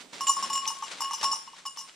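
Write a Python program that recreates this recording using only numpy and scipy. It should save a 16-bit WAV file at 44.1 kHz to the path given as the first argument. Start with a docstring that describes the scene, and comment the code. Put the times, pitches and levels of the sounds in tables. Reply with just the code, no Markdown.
"""A still wood, in stereo. A dog with a sheet-metal bell on its collar trots away through dry bracken,
crossing from the right of the microphone to a little left of centre. The clapper knocks and skitters
with each stride; the bell hums, swings and is damped by the fur. Paws crush leaves, thud and snap
twigs, the bass bumps softly twice, and the trunks scatter a faint echo."""
import sys
import numpy as np
from scipy import signal
from scipy.fft import rfft, irfft, next_fast_len
from scipy.io import wavfile

SR = 44100
rng = np.random.default_rng(int(sys.argv[2]) if len(sys.argv) > 2 else 0)


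def pcm_store(signal):
    """Save signal as 16-bit PCM."""
    levels = np.round(np.clip(np.atleast_2d(signal), -1, 1) * 32767)
    wavfile.write(sys.argv[1], SR, levels.astype(np.int16).T)


N = 85995
TIME = np.arange(N) / SR


def amp(db):
    """Decibels to gain."""
    return 10 ** (np.asarray(db) / 20)


def unit(x):
    """Scales to rms 1."""
    return x / np.sqrt(np.mean(x ** 2) + 1e-20)


def read(points, hz):
    """Reads a curve on a log frequency axis."""
    f, value = np.transpose(points)
    return np.interp(np.log(hz + 1), np.log(f + 1), value)


def fall(t, t60):
    """Exponential decay, 60 dB in t60 seconds."""
    return np.exp(-np.log(1000) * t / t60)


def add(mix, s, sound):
    """Mixes a sound in at s seconds."""
    part = mix[round(s * SR):][:len(sound)]
    part += sound[:len(part)]


def drift(rate_hz):
    """Slow random wander of rms 1."""
    size = next_fast_len(N)
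    smoothing = np.exp(-(np.fft.rfftfreq(size, 1 / SR) / rate_hz) ** 2)
    return unit(irfft(rfft(rng.standard_normal(size)) * smoothing, size)[:N])


def colour(pair, spectrum):
    """Gives two unrelated noises a spectrum (rows of Hz, dB) and the stereo width of the wood."""
    # Each row: frequency in Hz, left-right likeness at the microphone from 0 to 1.
    likeness = [(30, 0.039), (150, 0.83), (1000, 0.89), (2500, 0.55), (5000, 1), (8000, 0)]
    hz, (a, b) = np.fft.rfftfreq(N, 1 / SR), rfft(pair)
    same = read(likeness, hz)
    mid, side = a * np.sqrt(1 + same), b * np.sqrt(1 - same)
    return unit(irfft(np.array([mid + side, mid - side]) * amp(read(spectrum, hz)), N))


def noise(spectrum):
    """Coloured stereo noise of rms 1."""
    return colour(rng.standard_normal((2, N)), spectrum)


def woodland_air():
    """The faint, steady hush of still air among the trees."""
    # Each row: frequency in Hz, relative level in dB.
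    spectrum = [(20, -4), (110, -16.5), (160, 2), (430, -6.5), (4000, -15.5), (8000, -3), (11000, -23),
                (15500, -30)]
    return amp(-62) * noise(spectrum)


def undergrowth():
    """Dry leaves crackle under paws and along flanks; the ground's thud fades as the dog leaves."""
    # Leaves being crushed. Each row: peak time in seconds, level in dB, rise and decay in seconds.
    steps = [(0.011, -44, 0.023, 0.027), (0.132, -40.5, 0.0037, 0.077), (0.403, -40, 0.021, 0.016),
             (.462, -38, 0.043, 0.032), (0.656, -43.5, 0.026, 0.022), (.877, -43, 0.026, 0.026),
             (0.916, -35.5, 0.0073, 0.027), (0.984, -43.5, 0.0055, 0.031), (1.212, -35, 0.0024, 0.039),
             (1.243, -29.5, 0.0093, 0.0035), (1.585, -47, 0.029, 0.033), (1.764, -47, 0.0044, 0.02),
             (1.893, -47.5, 0.018, 0.011)]
    # Continuous rustle. Each row: time in seconds, level in dB.
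    rustle = [(0, -81), (.1, -57.5), (.2, -51), (1.3, -48.5), (1.53, -58), (1.64, -62), (1.8, -58),
              (1.95, -57)]
    # Spectra of leaves and ground. Each row: frequency in Hz, relative level in dB.
    leaf_spectrum = [(100, -24), (170, -10.5), (900, 3.5), (3500, 5), (8000, -2), (10000, -9.5),
                     (15500, -43)]
    thud_spectrum = [(40, -27), (110, -18), (160, -2), (280, 2.5), (420, -3.5), (700, -3), (2000, -29)]
    thud_db, thud_db_per_s, thud_decay_s, crackles_per_s = -9.5, -14, 0.094, 1500
    leaf_power = amp(np.interp(TIME, *np.transpose(rustle))) ** 2
    thud = np.zeros(N)
    for s, db, rise, decay in steps:
        crush = np.exp(-np.maximum((s - TIME) / rise, (TIME - s) / decay))
        leaf_power += (amp(db) * crush) ** 2
        weight = np.exp(-np.maximum((s - TIME) / rise, (TIME - s) / thud_decay_s))
        thud += amp(db + thud_db + thud_db_per_s * s) * weight
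    grain_db = 5 * np.minimum(rng.exponential(1, (2, N)), 4)
    sizes = amp(grain_db) * rng.choice([-1, 1], (2, N))
    grains = unit(sizes * (rng.random((2, N)) < crackles_per_s / SR))
    leaves = colour(amp(-2.5) * grains + rng.standard_normal((2, N)), leaf_spectrum)
    return np.sqrt(leaf_power) * leaves + thud * noise(thud_spectrum)


def bell_hum(starts, levels_db):
    """Each strike feeds one wavering tone that dips as the bell swings and chokes in the dog's fur."""
    # Fur presses on the bell. Each row: start and end in seconds.
    muffled = [(0.298, 0.37), (0.443, 0.5), (0.826, 1.01), (1.11, 1.24), (1.337, 1.65), (1.682, 1.816),
               (1.856, 2.05)]
    hum_hz, free_t60, muffled_t60 = 1092, 0.65, 0.055
    turns_s = (.257, .35, .415, .61, .745)  # the bell turns a silent side to the microphone
    pushes = np.zeros(N)
    pushes[(starts * SR).astype(int)] = amp(levels_db)
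    in_fur = np.any([(TIME > begin) & (TIME < end) for begin, end in muffled], 0)
    loss = np.cumsum(np.log(1000) / np.where(in_fur, muffled_t60, free_t60)) / SR
    swell = np.exp(-loss) * np.cumsum(pushes * np.exp(loss))  # each push decays from its own start
    facing = np.prod([np.tanh((TIME - s) / 0.016) for s in turns_s], 0)
    pitch_hz = hum_hz * (1 + 0.00537 * drift(22.3))
    return np.sqrt(2) * swell * facing * np.sin(2 * np.pi * np.cumsum(pitch_hz) / SR)


def wall_ring(modes, levels_db, hits):
    """Each touch of the clapper feeds the wall modes, which swell, waver and shimmer as the bell swings."""
    contact_s, chatter_db = .0008, -8
    in_step_hz = 5800  # modes well below this build up smoothly under the chatter; higher ones flutter
    contact_pole = np.exp(-1 / (contact_s * SR))
    at = (hits * SR).astype(int)
    touch_db = levels_db[:, None] + chatter_db * (np.arange(hits.shape[1]) > 0)
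    out = np.zeros((2, N))
    for hz, db, t60 in modes:
        strength = amp(db + touch_db + rng.uniform(-4, 0, at.shape))
        phase = 2 * np.pi * rng.random(at.shape) * min(hz / in_step_hz, 1) ** 2
        push = np.zeros(N, complex)
        push[at] = strength * np.exp(1j * phase)
        swell = signal.lfilter([1 - contact_pole], np.poly([fall(1 / SR, t60), contact_pole]), push)
        pitch_hz = hz * (1 + .0048 * drift(33.1))
        height = (hz / 7860) ** 2  # higher modes shimmer more and differ more between left and right
        shimmer = 1 + 0.92 * height * drift(177)
        ring = swell * shimmer * np.exp(2j * np.pi * np.cumsum(pitch_hz) / SR)
        apart_radians = 0.75 * min(height, 1) * (1 + drift(30) / 2)
        out += [(ring * np.exp(1j * side * apart_radians)).real for side in (1, -1)]
    radiation = signal.butter(2, 1860, "high", fs=SR, output="sos")  # the wall ring is kept above about 2 kHz
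    return signal.sosfilt(radiation, out)


def bell():
    """The clapper hits and chatters on sheet metal: a clack, a hollow knock, hum, ring and a scrape."""
    # Each row: start in seconds, then levels in dB of knock, hum, middle ring, bright ring, clink, ping.
    strikes = [ (.207, -28, -30.5, -30, -27, -28, -29.5), (.269, -36, -33.5, -21, -29, -29, -17.5),
               (.281, -23, -36, -32.5, -23.5, -21.5, -16), (.295, -21.5, -20, -35.5, -16.5, -26, -39),
               (.321, -48, -72, -61, -33, -17, -46), (0.367, -29, -26.5, -44, -30, -38, -45),
               (.425, -25.5, -32, -31, -26, -31, -29.5), (.499, -22.5, -31.5, -30, -27.5, -36, -27.5),
               (0.53, -41, -56, -28.5, -25.5, -31, -20), (.554, -36, -34, -27.5, -27, -27, -26),
               (.576, -54, -54, -28, -32, -51, -35), (.664, -24, -55, -47, -32, -40, -44),
               (0.6752, -31, -89, -32, -21, -17, -22.5), (.703, -24.5, -45.5, -39, -47, -26, -31),
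               (.823, -22, -30.5, -40.5, -44.5, -30, -44), (.834, -37, -39, -35.5, -38, -44, -42.5),
               (1.005, -20, -37.5, -33.5, -23, -33, -25.5), (1.020, -24.5, -39.5, -30.5, -26, -48, -38),
               (1.044, -47, -41, -30, -48, -47, -46), (1.109, -22, -34, -35.5, -31, -34, -37),
               (1.133, -23, -31.5, -37, -24, -19, -25.5), (1.182, -33.5, -58, -39, -37, -45, -34.5),
               (1.229, -16, -38, -50, -20.5, -21.5, -26.5), (1.242, -21, -27.5, -22, -22.5, -37, -24.5),
               (1.313, -28, -62, -34.5, -21.5, -33, -27), (1.328, -22, -43, -40, -32.5, -24, -31),
               (1.358, -29, -73, -64, -31, -37.5, -41), (1.475, -32.5, -38, -42.5, -49, -49, -66),
               (1.531, -35.5, -46, -49, -49.5, -54, -67), (1.653, -33, -38, -37, -36, -38, -39),
               (1.66, -39, -59, -34, -29, -34, -32.5), (1.772, -34, -43, -37.5, -34, -35, -38),
               (1.789, -35, -66, -47, -36, -28, -35), (1.811, -63, -44, -51, -36.5, -39, -38)]
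    # Modes of the hollow body, then four families of wall modes, each fed by how squarely the clapper
    # meets it. Each row: frequency in Hz, relative level in dB, t60 in seconds.
    cavity = [(850, -17, .05), (915, -7.5, .07), (1015, -8, .04), (1142, -8, .05)]
    middle = [(2886, -13, 0.19), (2933, -12, 0.11)]
    bright = [(5268, -8, 0.16), (5436, -16.5, 0.21), (5570, -11.5, 0.21), (8770, -23.5, 0.33),
              (9100, -23, 0.26), (10440, -24, 0.086), (12900, -31, 0.054)]
    clink = [(6020, -8, 0.1)]
    ping = [(7125, -11, 0.24), (7527, -10, 0.18)]
    # The clapper's scrape. Each row: frequency in Hz, relative level in dB.
    scrape_spectrum = [(400, -41), (1300, -16), (4500, 0.5), (6000, 7), (7600, 3), (10000, -1.5),
                       (13500, -12), (15500, -20)]
    touches, chatter_s, rise_s, clack_s = 5, .014, 0.001, .004
    starts, _, hum_db, *wall_db = np.transpose(strikes)
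    later = np.sort(rng.random((len(starts), touches)), 1)
    hits = starts[:, None] + chatter_s * (later - later[:, :1])
    t = TIME[:SR]
    knocks, scrape, clack = np.zeros((3, N))
    contact = 1 - np.exp(-t / rise_s)
    for s, knock_db, _, middle_db, *treble_db in strikes:
        add(clack, s, amp(middle_db - 8) * np.exp(-t / clack_s))
        for hz, db, t60 in cavity:
            pitch_hz = hz * (1 + 0.02 * rng.standard_normal())  # depends on how fur covers the cavity
            knock = contact * fall(t, t60) * np.sin(2 * np.pi * pitch_hz * t)
            add(knocks, s, amp(knock_db + db) * knock)
        add(scrape, s, amp(np.mean(treble_db) - 11.5) * contact * fall(t, t60=0.11))
    radiation = signal.butter(2, (828, 1280), "band", fs=SR, output="sos")
    body = signal.sosfilt(radiation, knocks + bell_hum(starts, hum_db))
    walls = sum(wall_ring(modes, db, hits) for modes, db in zip((middle, bright, clink, ping), wall_db))
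    clack_band = signal.butter(2, (1400, 4800), "band", fs=SR)
    clack_noise = unit(signal.lfilter(*clack_band, rng.standard_normal(N)))
    return body + walls + scrape * noise(scrape_spectrum) + clack * clack_noise


def bumps():
    """Two short, soft pushes of bass."""
    pitch_hz, width_s = 76, .016
    out = np.zeros(N)
    for s, db in ((.59, -65.5), (1.241, -56.5)):
        t = TIME - s
        out += amp(db) * np.exp(-(t / width_s) ** 2) * np.sin(2 * np.pi * pitch_hz * t)
    return out


def twigs():
    """Twigs snap under the paws with brief, dry cracks."""
    # Each row: start in seconds, level in dB, centre frequency in Hz.
    snaps = [(.655, -23.5, 3020), (0.787, -34.5, 6300), (0.9186, -34, 2480), (1.2428, -24, 1370),
             (1.895, -37.5, 2570)]
    decay_s, band_ratio = .002, 1.35
    out, t = np.zeros(N), TIME[:SR // 50]
    for s, db, hz in snaps:
        band = signal.butter(3, [hz / band_ratio, hz * band_ratio], "band", fs=SR)
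        crack = signal.lfilter(*band, rng.standard_normal(len(t)) * np.exp(-t / decay_s))
        add(out, s, amp(db) * crack / abs(crack).max())
    return out


def trunk_echo(sound):
    """Sparse echoes from trunks, each band dying at its own speed."""
    # Each row: frequency in Hz, t60 in seconds.
    decay_times = [(200, 0.41), (5000, 0.45), (12000, 0.52)]
    echoes_per_s, gap_s = 1500, .004
    taps = rng.standard_normal((2, SR)) * (rng.random((2, SR)) < echoes_per_s / SR) * (TIME[:SR] > gap_s)
    hz, t, bands = signal.stft(taps, SR, nperseg=256)
    tail = signal.istft(bands * fall(t, read(decay_times, hz)[:, None]), SR, nperseg=256)[1]
    return signal.fftconvolve(sound, tail / np.linalg.norm(tail[0]), axes=1)[:, :N]


def scene():
    """The dog crosses in front of the microphone, with the wood's echo and air around it."""
    # The dog's path. Each row: time in seconds, left minus right in dB.
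    path = [(0, -5.6), (.35, 1.1), (.85, 2.5), (1.95, 0)]
    pan_db = np.interp(TIME, *np.transpose(path))
    dog = (bell() + undergrowth() + twigs()) * amp(np.array([pan_db, -pan_db]) / 2)
    return dog + amp(-10.5) * trunk_echo(dog) + bumps() + woodland_air()


def record(dry):
    """The recorder's band ends at 15.5 kHz."""
    lowpass = signal.firwin(511, 15500, window=("kaiser", 9), fs=SR)
    return signal.oaconvolve(dry, lowpass[None], "same")


dry = scene()
out = record(dry)
pcm_store(out)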